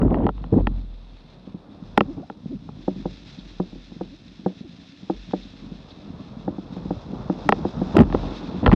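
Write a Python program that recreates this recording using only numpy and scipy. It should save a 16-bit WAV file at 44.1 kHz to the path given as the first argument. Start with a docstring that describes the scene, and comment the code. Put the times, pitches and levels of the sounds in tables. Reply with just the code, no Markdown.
"""A ski knocks, clacks and jolts over groomed snow, heard from a camera riding on it in a sealed housing.
Almost all the sound comes through the ski: the camera mount knocks and creaks, loose metal in the
binding clacks, and ruts give rough jolts. Underneath, the ski hums as it bends and chatters over small
bumps, while the hiss of the snow comes muffled through the housing. The loudest moments clip.
A "mode" below is one of the pitches at which a part naturally rings."""
import sys
import numpy as np
from scipy import signal
from scipy.fft import rfft, irfft, next_fast_len
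from scipy.io import wavfile
from scipy.ndimage import map_coordinates

SR = 44100
rng = np.random.default_rng(int(sys.argv[2]) if len(sys.argv) > 2 else 0)


def generate_wav(sig):
    """Save sig (samples, or channels by samples) to the path in sys.argv[1] as 16-bit PCM at SR."""
    pcm = np.round(np.clip(np.atleast_2d(sig).T, -1, 1) * 32767).astype(np.int16)
    wavfile.write(sys.argv[1], SR, pcm)


N = 385875
TIME_S = np.arange(N) / SR


def amp(db):
    """Turn decibels into a gain."""
    return 10 ** (np.asarray(db) / 20)


def unit(x):
    """Scale x to an average (rms) level of 1."""
    return x / np.sqrt(np.mean(x ** 2) + 1e-20)


def along(points, hz):
    """Read between (pitch_hz, value) points on a log pitch scale."""
    pitches, values = np.transpose(points)
    return np.interp(np.log(hz + 1), np.log(pitches + 1), values)


def wobble(rate):
    """A smooth curve through rate random values a second."""
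    return map_coordinates(rng.standard_normal(int(N * rate / SR) + 4), [np.arange(N) * rate / SR])


def filtered(x, response):
    """Filter x by response, a function of frequency."""
    size = next_fast_len(N + SR // 2)
    return irfft(rfft(x, size) * response(np.fft.rfftfreq(size, 1 / SR)), size)[:N]


def rush(spectrum, lumps_db, rate):
    """Uneven noise at level 1, shaped by (pitch_hz, relative_db) points, with rate lumps a second."""
    drive = rng.standard_normal(N) * amp(lumps_db * wobble(rate))
    return unit(filtered(drive, lambda hz: amp(along(spectrum, hz))))


def snow_hiss(level_db):
    """Snow hisses under the ski, muffled by the housing, with a faint steady hiss above it."""
    # the hiss inside the housing: pitch_hz, relative_db
    hiss_spectrum = [(820, -28), (1400, -6.5), (1600, -8), (1740, -4.5), (1940, -8), (2130, -5.5),
                     (2320, -6.5), (2630, -2), (2990, -8), (3230, -3), (3510, 1), (4060, -1.5), (4560, -8),
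                     (5110, -5), (6430, -16.5), (8360, -33.5), (14100, -120)]
    # how the hiss's treble rises and falls: time_s, gain_db
    brightness = [(0, -5.5), (1.7, -4), (1.95, 0.5), (2.5, -0.5), (3.1, -1), (5.3, -1.5), (6.0, -2.5),
                  (7.6, 0.5), (8.75, -4)]
    # the faint high hiss: pitch_hz, relative_db
    high_spectrum = [(5000, -120), (7000, -2.5), (9000, -2), (12000, -12), (15000, -34.5)]
    hiss = rush(hiss_spectrum, lumps_db=1.5, rate=270)
    treble = filtered(hiss, lambda hz: hz > 4700)
    treble_gain = amp(np.interp(TIME_S, *np.transpose(brightness)))
    hiss = (hiss + (treble_gain - 1) * treble) * amp(level_db + 1.3 * wobble(22))
    return hiss + amp(-90.5) * rush(high_spectrum, lumps_db=0.5, rate=120)


def grit():
    """Icy grains scrape under the edge: brief puffs at the pitch where the housing rings most."""
    # scraping grains: time_s, level_db
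    grains = [(3.391, -47.5), (5.4281, -48.5), (5.9075, -48.5)]
    puffs = sum(amp(db) * np.exp(-((TIME_S - s - .004) / 0.0098) ** 2) for s, db in grains)
    spectrum = [(1500, -120), (2600, -21), (3600, 5), (4400, 0.5), (6500, -36), (9000, -120)]
    return puffs * rush(spectrum, lumps_db=0.5, rate=340)


def rumble(chatter_db):
    """The whole ski rumbles, swelling and sinking further than the chatter does."""
    spectrum = [(30, -120), (58, -0.5), (90, -1.0), (130, -6), (500, -120)]
    return amp(-39.5 + 1.48 * (chatter_db + 31.5)) * rush(spectrum, lumps_db=5.5, rate=26)


def swing_db(chatter_db):
    """How strongly the ski bends to and fro: a bump raises the swing, it holds, then dies away."""
    # bumps that set the ski swinging: start_s, level_db, fade_db_per_s
    bumps = [(0.0, -25, 35), (0.33, -32, 68), (0.56, -21, 52.5), (1.8, -47, 120), (2.05, -46, 198),
             (2.76, -46.5, 205), (2.95, -40.5, 64), (3.38, -45.5, 57), (3.7, -45.5, 63), (3.98, -48, 200),
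             (5.12, -41, 199), (5.35, -44, 200), (5.56, -50, 78), (6.8, -45, 298), (7.74, -40, 63.5),
             (8.04, -29, 102.5), (8.16, -36, 80), (8.65, -20.5, 56)]
    rise_s, hold_s = 0.046, .05
    power = amp(chatter_db - 14 + 5.5 * wobble(7.8)) ** 2  # between bumps it follows the chatter
    for s, db, fade_db_per_s in bumps:
        rise = np.clip((TIME_S - s) / rise_s, 0, 1)
        fade_db = fade_db_per_s * np.maximum(TIME_S - s - rise_s - hold_s, 0)
        power += (rise * amp(db - fade_db)) ** 2
    return 10 * np.log10(power)


def hum(level_db):
    """The ski hums as it bends; wide swings stiffen it and add overtones."""
    # the ski's slowest bending mode: pitch_hz, wander_hz
    bending = (44, 2.6)
    pitch_hz, wander_hz = bending
    phase = 2 * np.pi * np.cumsum(pitch_hz + wander_hz * wobble(9)) / SR
    swing = np.sqrt(2) * amp(level_db + 1.7 * wobble(13))
    overtones = np.sin(2 * phase) + 0.6 * np.sin(3 * phase)
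    return swing * (np.sin(phase) + np.sqrt(swing) * overtones)


def chatter(rate, spread_db):
    """Small bumps of mixed sizes, about rate a second, kick the mount's low modes."""
    # the low modes: pitch_hz, width_hz, relative_db
    modes = [(77.6, 26, -9), (116, 63, -8), (177, 36.4, -1), (261, 41, -2), (335, 73, -11), (530, 67, -27)]

    def response(f):
        """The modes ring, and snow cushions each kick."""
        ring = sum((-1) ** k * amp(db) * 1j * f * width / (hz * hz - f * f + 1j * f * width)
                   for k, (hz, width, db) in enumerate(modes))
        return ring / (1 + 1j * f / 420) ** 3

    kicks = rng.random(N) < rate / SR
    sizes = amp(spread_db * np.minimum(rng.exponential(size=N), 3.5))
    ringing = filtered(kicks * sizes * rng.choice([-1, 1], N), response)
    slide = np.cumsum(1 + .1 * wobble(12))  # changing load slides the pitches up and down
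    return unit(np.interp(slide * N / slide[-1], np.arange(N), ringing))


def glide():
    """Running over snow, the ski chatters, scrapes, hums, rumbles and hisses."""
    # levels along the run: time_s, chatter_db, scrape_db, hiss_db
    run_levels = [(0.0, -22, -31.5, -65.5), (0.27, -37, -74, -69.5), (0.36, -45, -54.5, -62),
                  (0.54, -39.5, -53, -60.5), (0.63, -31, -51.5, -64.5), (0.92, -48, -56.5, -61.5),
                  (1.2, -50, -57.5, -60.5), (1.7, -45.5, -54, -62.5), (2.12, -38, -49.5, -60.5),
                  (2.28, -48, -57, -64.5), (2.52, -42, -58.5, -62.5), (2.75, -44.5, -58, -60.5),
                  (3.04, -41, -57, -53), (3.36, -50.5, -59, -53), (3.75, -47.5, -59, -56),
                  (4.4, -46, -60.5, -57), (4.82, -50.5, -61, -56), (5.15, -48.5, -59, -53),
                  (5.42, -44.5, -58.5, -52), (5.85, -43.5, -51.5, -56), (6.53, -38.5, -49.5, -59.5),
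                  (7.04, -37, -44, -56), (7.93, -33, -38, -50.5), (8.06, -29.5, -42.5, -56.5),
                  (8.21, -27.5, -37.5, -46.5), (8.33, -41, -41.5, -48), (8.75, -30, -41, -53)]
    # the ski scraping on snow: pitch_hz, relative_db
    scrape_spectrum = [(210, -12), (350, -3.5), (573, -5), (628, -6), (1080, -11.5), (1330, -15),
                       (1630, -23), (2200, -32.5), (2860, -62), (4840, -120)]
    times, *levels = np.transpose(run_levels)
    chatter_db, scrape_db, hiss_db = (np.interp(TIME_S, times, db) for db in levels)
    bumps = wobble(14)  # small bumps shake chatter and scrape together
    shake = amp(chatter_db + 2.42 * bumps) * chatter(rate=350, spread_db=4.0)
    scrape = amp(scrape_db + 1.4 * bumps) * rush(scrape_spectrum, lumps_db=1.5, rate=400)
    return shake + scrape + hum(swing_db(chatter_db)) + rumble(chatter_db) + snow_hiss(hiss_db)


def creaks_and_thuds():
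    """Short, uneven sliding tones: creaks of the mount and deep thuds of hard jolts."""
    # creaks and thuds: start_s, length_s, start_hz, end_hz, level_db
    sliding_tones = [(2.064, 0.068, 262, 316, -27.5), (2.219, 0.029, 534, 710, -40.5),
                     (2.492, 0.037, 250, 321, -29), (2.518, 0.059, 295, 195, -26),
                     (2.986, 0.044, 313, 370, -40), (4.107, 0.06, 265, 284, -37.5),
                     (4.64, 0.053, 390, 258, -39.5), (4.911, 0.046, 250, 296, -41),
                     (7.453, 0.035, 273, 321, -24), (7.574, 0.036, 293, 303, -26),
                     (7.9647, 0.013, 334, 305, 1.5), (7.98, 0.031, 207.4, 104.3, -5.5),
                     (7.992, 0.064, 57.6, 79, -13), (8.012, 0.012, 282, 237, -2),
                     (8.146, 0.0046, 334, 300, -2.5), (8.633, 0.03, 190, 130, -16),
                     (8.679, 0.02, 95, 80, -9), (8.724, 0.02, 149, 191, -2)]
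    out, pace = np.zeros(N), 1 + .09 * wobble(110)
    for s, length_s, start_hz, end_hz, db in sliding_tones:
        progress = np.linspace(0, 1, round(length_s * SR))
        span = slice(round(s * SR), round(s * SR) + len(progress))
        pitch_hz = (start_hz + (end_hz - start_hz) * progress) * pace[span]
        phase = 2 * np.pi * np.cumsum(pitch_hz) / SR
        out[span] += amp(db) * np.sin(np.pi * progress) * (np.sin(phase) + 0.096 * np.sin(2 * phase))
    return out * amp(3 * np.tanh(wobble(60)))


def jolts():
    """A rut shakes the low and middle modes in a short rough burst; loose parts crackle on top."""
    # the ski grinding over ruts: start_s, length_s, low_db, middle_db
    ruts = [(0, 0.091, -19.5, -33.5), (0.092, 0.17, -19, -30.5), (0.249, 0.06, -25, -35.5),
            (0.52, 0.1, -19, -31), (2.163, 0.058, -34, -44), (7.94, 0.025, -16, -22.5),
            (7.973, 0.053, -9, -18.5), (8.014, .07, -28, -49.5), (8.22, 0.13, -33, -37.5),
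            (8.627, 0.079, -15.5, -28), (8.716, 0.032, -12, -27)]
    low_gain, middle_gain = np.zeros((2, N))
    for s, length_s, low_db, middle_db in ruts:
        burst = np.clip((TIME_S - s) / 0.012, 0, 1) * np.clip((s + length_s - TIME_S) / 0.011, 0, 1)
        low_gain += amp(low_db) * burst
        middle_gain += amp(middle_db) * burst
    low = rush([(35, -50), (60, -2.5), (95, 2.5), (130, -2), (190, 1.5), (270, 4), (340, -3.5),
                (450, -7), (900, -54), (3000, -120)], lumps_db=5, rate=63)
    middle = rush([(250, -36.5), (480, 5), (900, -4), (1300, -19.5), (2000, -36), (4000, -120)],
                  lumps_db=4, rate=160)
    crackle = rush([(700, -120), (1400, -2), (2000, -1), (3000, -3.5), (4500, -19), (6500, -36.5),
                    (10000, -120)], lumps_db=6.5, rate=260)
    return low_gain * low + middle_gain * (middle + amp(-27) * crackle)


def struck(modes, times, mode_db, contact_s, scatter_db, detune, damping):
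    """Blows ring the modes, one row of mode_db a blow; the ring falls 60 dB in ring_s / damping."""
    out, t = np.zeros(N + SR), np.arange(SR // 5) / SR
    hz, level_db, ring_s = np.transpose(modes)[..., None]
    sign = (-1) ** np.arange(len(modes))[:, None]  # neighbouring modes push the camera opposite ways
    rise = sign * (1 - np.exp(-(t / contact_s) ** 2))
    chances = rng.standard_normal((*mode_db.shape, 2))
    for s, db, chance, faster in zip(times, mode_db, chances, damping):
        envelope = rise * amp(level_db - 60 * faster * t / ring_s)
        tune = 1 + detune * chance[:, 1:]  # the load on the ski shifts the modes a little
        tones = envelope * np.sin(2 * np.pi * hz * tune * t)
        out[round(s * SR):][:len(t)] += amp(db + scatter_db * chance[:, 0]) @ tones
    # The blows carry little deep bass.
    return filtered(out[:N], lambda f: (1j * f / (70 + 1j * f)) ** 2)


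def clacks():
    """Loose metal in the binding clacks sharply."""
    # hard hits: start_s, level_db, low_gain_db, high_gain_db
    contacts = [(0.015, -19.5, -10.5, -15), (0.079, -30, -4, -23), (0.142, -13, -8, -18.5),
                (0.156, -36, -10, -5), (0.183, -30, -8.5, -18), (0.242, -37, -4.5, -6),
                (0.265, -10, -9, -16.5), (0.269, -23, -7, -16), (0.289, -11.5, -11, -20.5),
                (0.378, -36, -13, -11), (0.439, -30, -6, -8.5), (0.669, -12, -2, -9.5), (1.975, 0, -7, -9),
                (2.006, -3, -6, -12), (2.298, -21.5, -1.5, -16), (2.688, -31, 3.5, -32),
                (5.308, -34, -13, -14), (7.489, -1, -6.5, -8.5), (7.522, -1, -10, -13),
                (7.966, -5, -0.5, -10), (7.981, -9, -15.5, -18.5), (7.988, -14, -5, -3),
                (7.993, -20, -5, -14), (8.002, -12.5, -2, -9), (8.021, -23, 4.5, -10),
                (8.032, -26.5, 11, -8), (8.099, -26.5, -10, -13), (8.124, -18, -4, -13),
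                (8.146, -11.5, -18, -18), (8.645, -29, -3, -10), (8.66, -3.5, -22, -10),
                (8.663, -7.5, -16, -6), (8.665, -20, 0, -1), (8.671, -26, -5, -3), (8.675, -8, -18, -12),
                (8.693, -15.5, -2, -26), (8.714, -12, -9, -10), (8.72, -10.5, -4, -12),
                (8.728, -12, -4, -8), (8.7355, -18, -5, -9)]
    # the binding's modes: pitch_hz, level_db, ring_s
    modes = [(210.7, -0.5, 0.076), (289, -10.5, 0.11), (385.6, -5.5, 0.049), (465, -12.5, 0.053),
             (571, -10, 0.03), (805, -4.5, 0.026), (1056, -3.5, 0.014), (1326, -8.5, 0.018),
             (1884, 1, 0.012), (2710, -5, 0.009), (3190, -6, 0.0082), (4360, -15.5, 0.0065),
             (5360, -27, 0.006), (9500, -41.5, 0.003)]
    s, db, low_db, high_db = np.transpose(contacts)[..., None]
    hz = np.transpose(modes)[0]
    mode_db = db + (hz < 450) * low_db + (hz > 1500) * high_db
    hits = struck(modes, s[:, 0] + .0015, mode_db, contact_s=0.00019, scatter_db=2.5,
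                  detune=0.033, damping=np.ones(len(s)))
    lead = round(.0022 * SR)  # a faint copy 2.2 ms early softens each attack
    return hits + amp(-23) * np.pad(hits[lead:], (0, lead))


def knocks():
    """The mount knocks dully; firmer blows reach its middle modes, and the ski shudders briefly."""
    # dull knocks: start_s, level_db, middle_gain_db
    contacts = [(0.107, -8.5, -16.5), (0.535, -6, -16), (0.84, -26, -37), (1.469, -26.5, -15),
                (1.541, -15.5, -28), (1.82, -14, -50), (2.198, -29, -9), (2.455, -8, -49.5),
                (2.876, -8.5, -7.5), (3.052, -12.5, -8.5), (3.382, -18, -50), (3.596, -9.5, -8),
                (3.724, -22, -20.5), (3.753, -24, -23), (3.915, -24, -17.5), (3.96, -20, -41),
                (4.007, -14.5, -9.5), (4.458, -10, -6), (4.605, -14, -45), (5.026, -22.5, -32),
                (5.095, -10, -6), (5.331, -9.5, -6), (5.618, -20, -46), (5.715, -14.5, -35),
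                (6.071, -22.5, -29), (6.475, -10.5, -7.5), (6.579, -15.5, -16.5), (6.762, -18, -11),
                (6.851, -13.5, -22), (6.903, -10, -9), (7.101, -14, -35), (7.128, -15, -21.5),
                (7.294, -8.5, -6), (7.647, -6, -9), (7.812, -9, -11.5), (8.145, -14, -6),
                (8.54, -12.5, -22)]
    # modes of the ski and mount: pitch_hz, level_db, ring_s
    modes = [(184.1, -6.5, 0.13), (287.7, -7.5, 0.074), (341.2, -5.5, 0.078), (497, 0, 0.041),
             (598, -12, 0.081), (753, -0.5, 0.03), (930, -11.5, 0.029), (1240, -17, .028),
             (1424, -23.5, 0.021), (1690, -22.5, 0.021)]
    s, db, middle_db = np.transpose(contacts)[..., None]
    hz = np.transpose(modes)[0]
    middle_share = np.clip((hz - 200) / 280, 0, 1) ** 2
    damping = 1 + np.clip(-middle_db[:, 0] - 12.5, 0, None) / 20  # a soft contact stays on and damps
    blows = struck(modes, s[:, 0] + 0.002973, db + middle_share * middle_db, contact_s=0.00086,
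                   scatter_db=1.9, detune=0.022, damping=damping)
    # The shudder follows each blow's strength and dies away.
    tail = signal.lfilter([1 / (0.039 * SR)], [1, 1 / (0.028 * SR) - 1], np.abs(blows))
    shudder = rush([(90, -59), (190, 2), (400, -7), (850, -22.5), (1500, -39), (3000, -120)],
                   lumps_db=-0.5, rate=140)
    return blows + amp(-8.5) * tail * shudder


def scene():
    """All sources at one microphone, over a very faint even hiss."""
    ski = glide() + knocks() + clacks() + creaks_and_thuds() + grit() + jolts()
    return (ski + amp(-100) * rng.standard_normal(N))[None]


def record(dry):
    """The loudest peaks clip, the deepest bass and highest treble are cut, and the end fades out."""
    clip_level, top_hz, slope_hz, bass_hz, fade_s = .715, 16100, 700, 4, .009
    clipped = np.clip(dry[0], -clip_level, clip_level)
    treble_cut = lambda hz: np.sin(np.pi / 2 * np.clip((top_hz - hz) / slope_hz, 0, 1)) ** 2
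    bass_cut = lambda hz: 1j * hz / (bass_hz + 1j * hz)
    fade = np.clip(TIME_S[::-1] / fade_s, 0, 1)
    return filtered(clipped, lambda hz: treble_cut(hz) * bass_cut(hz))[None] * fade


dry = scene()
out = record(dry)
generate_wav(out)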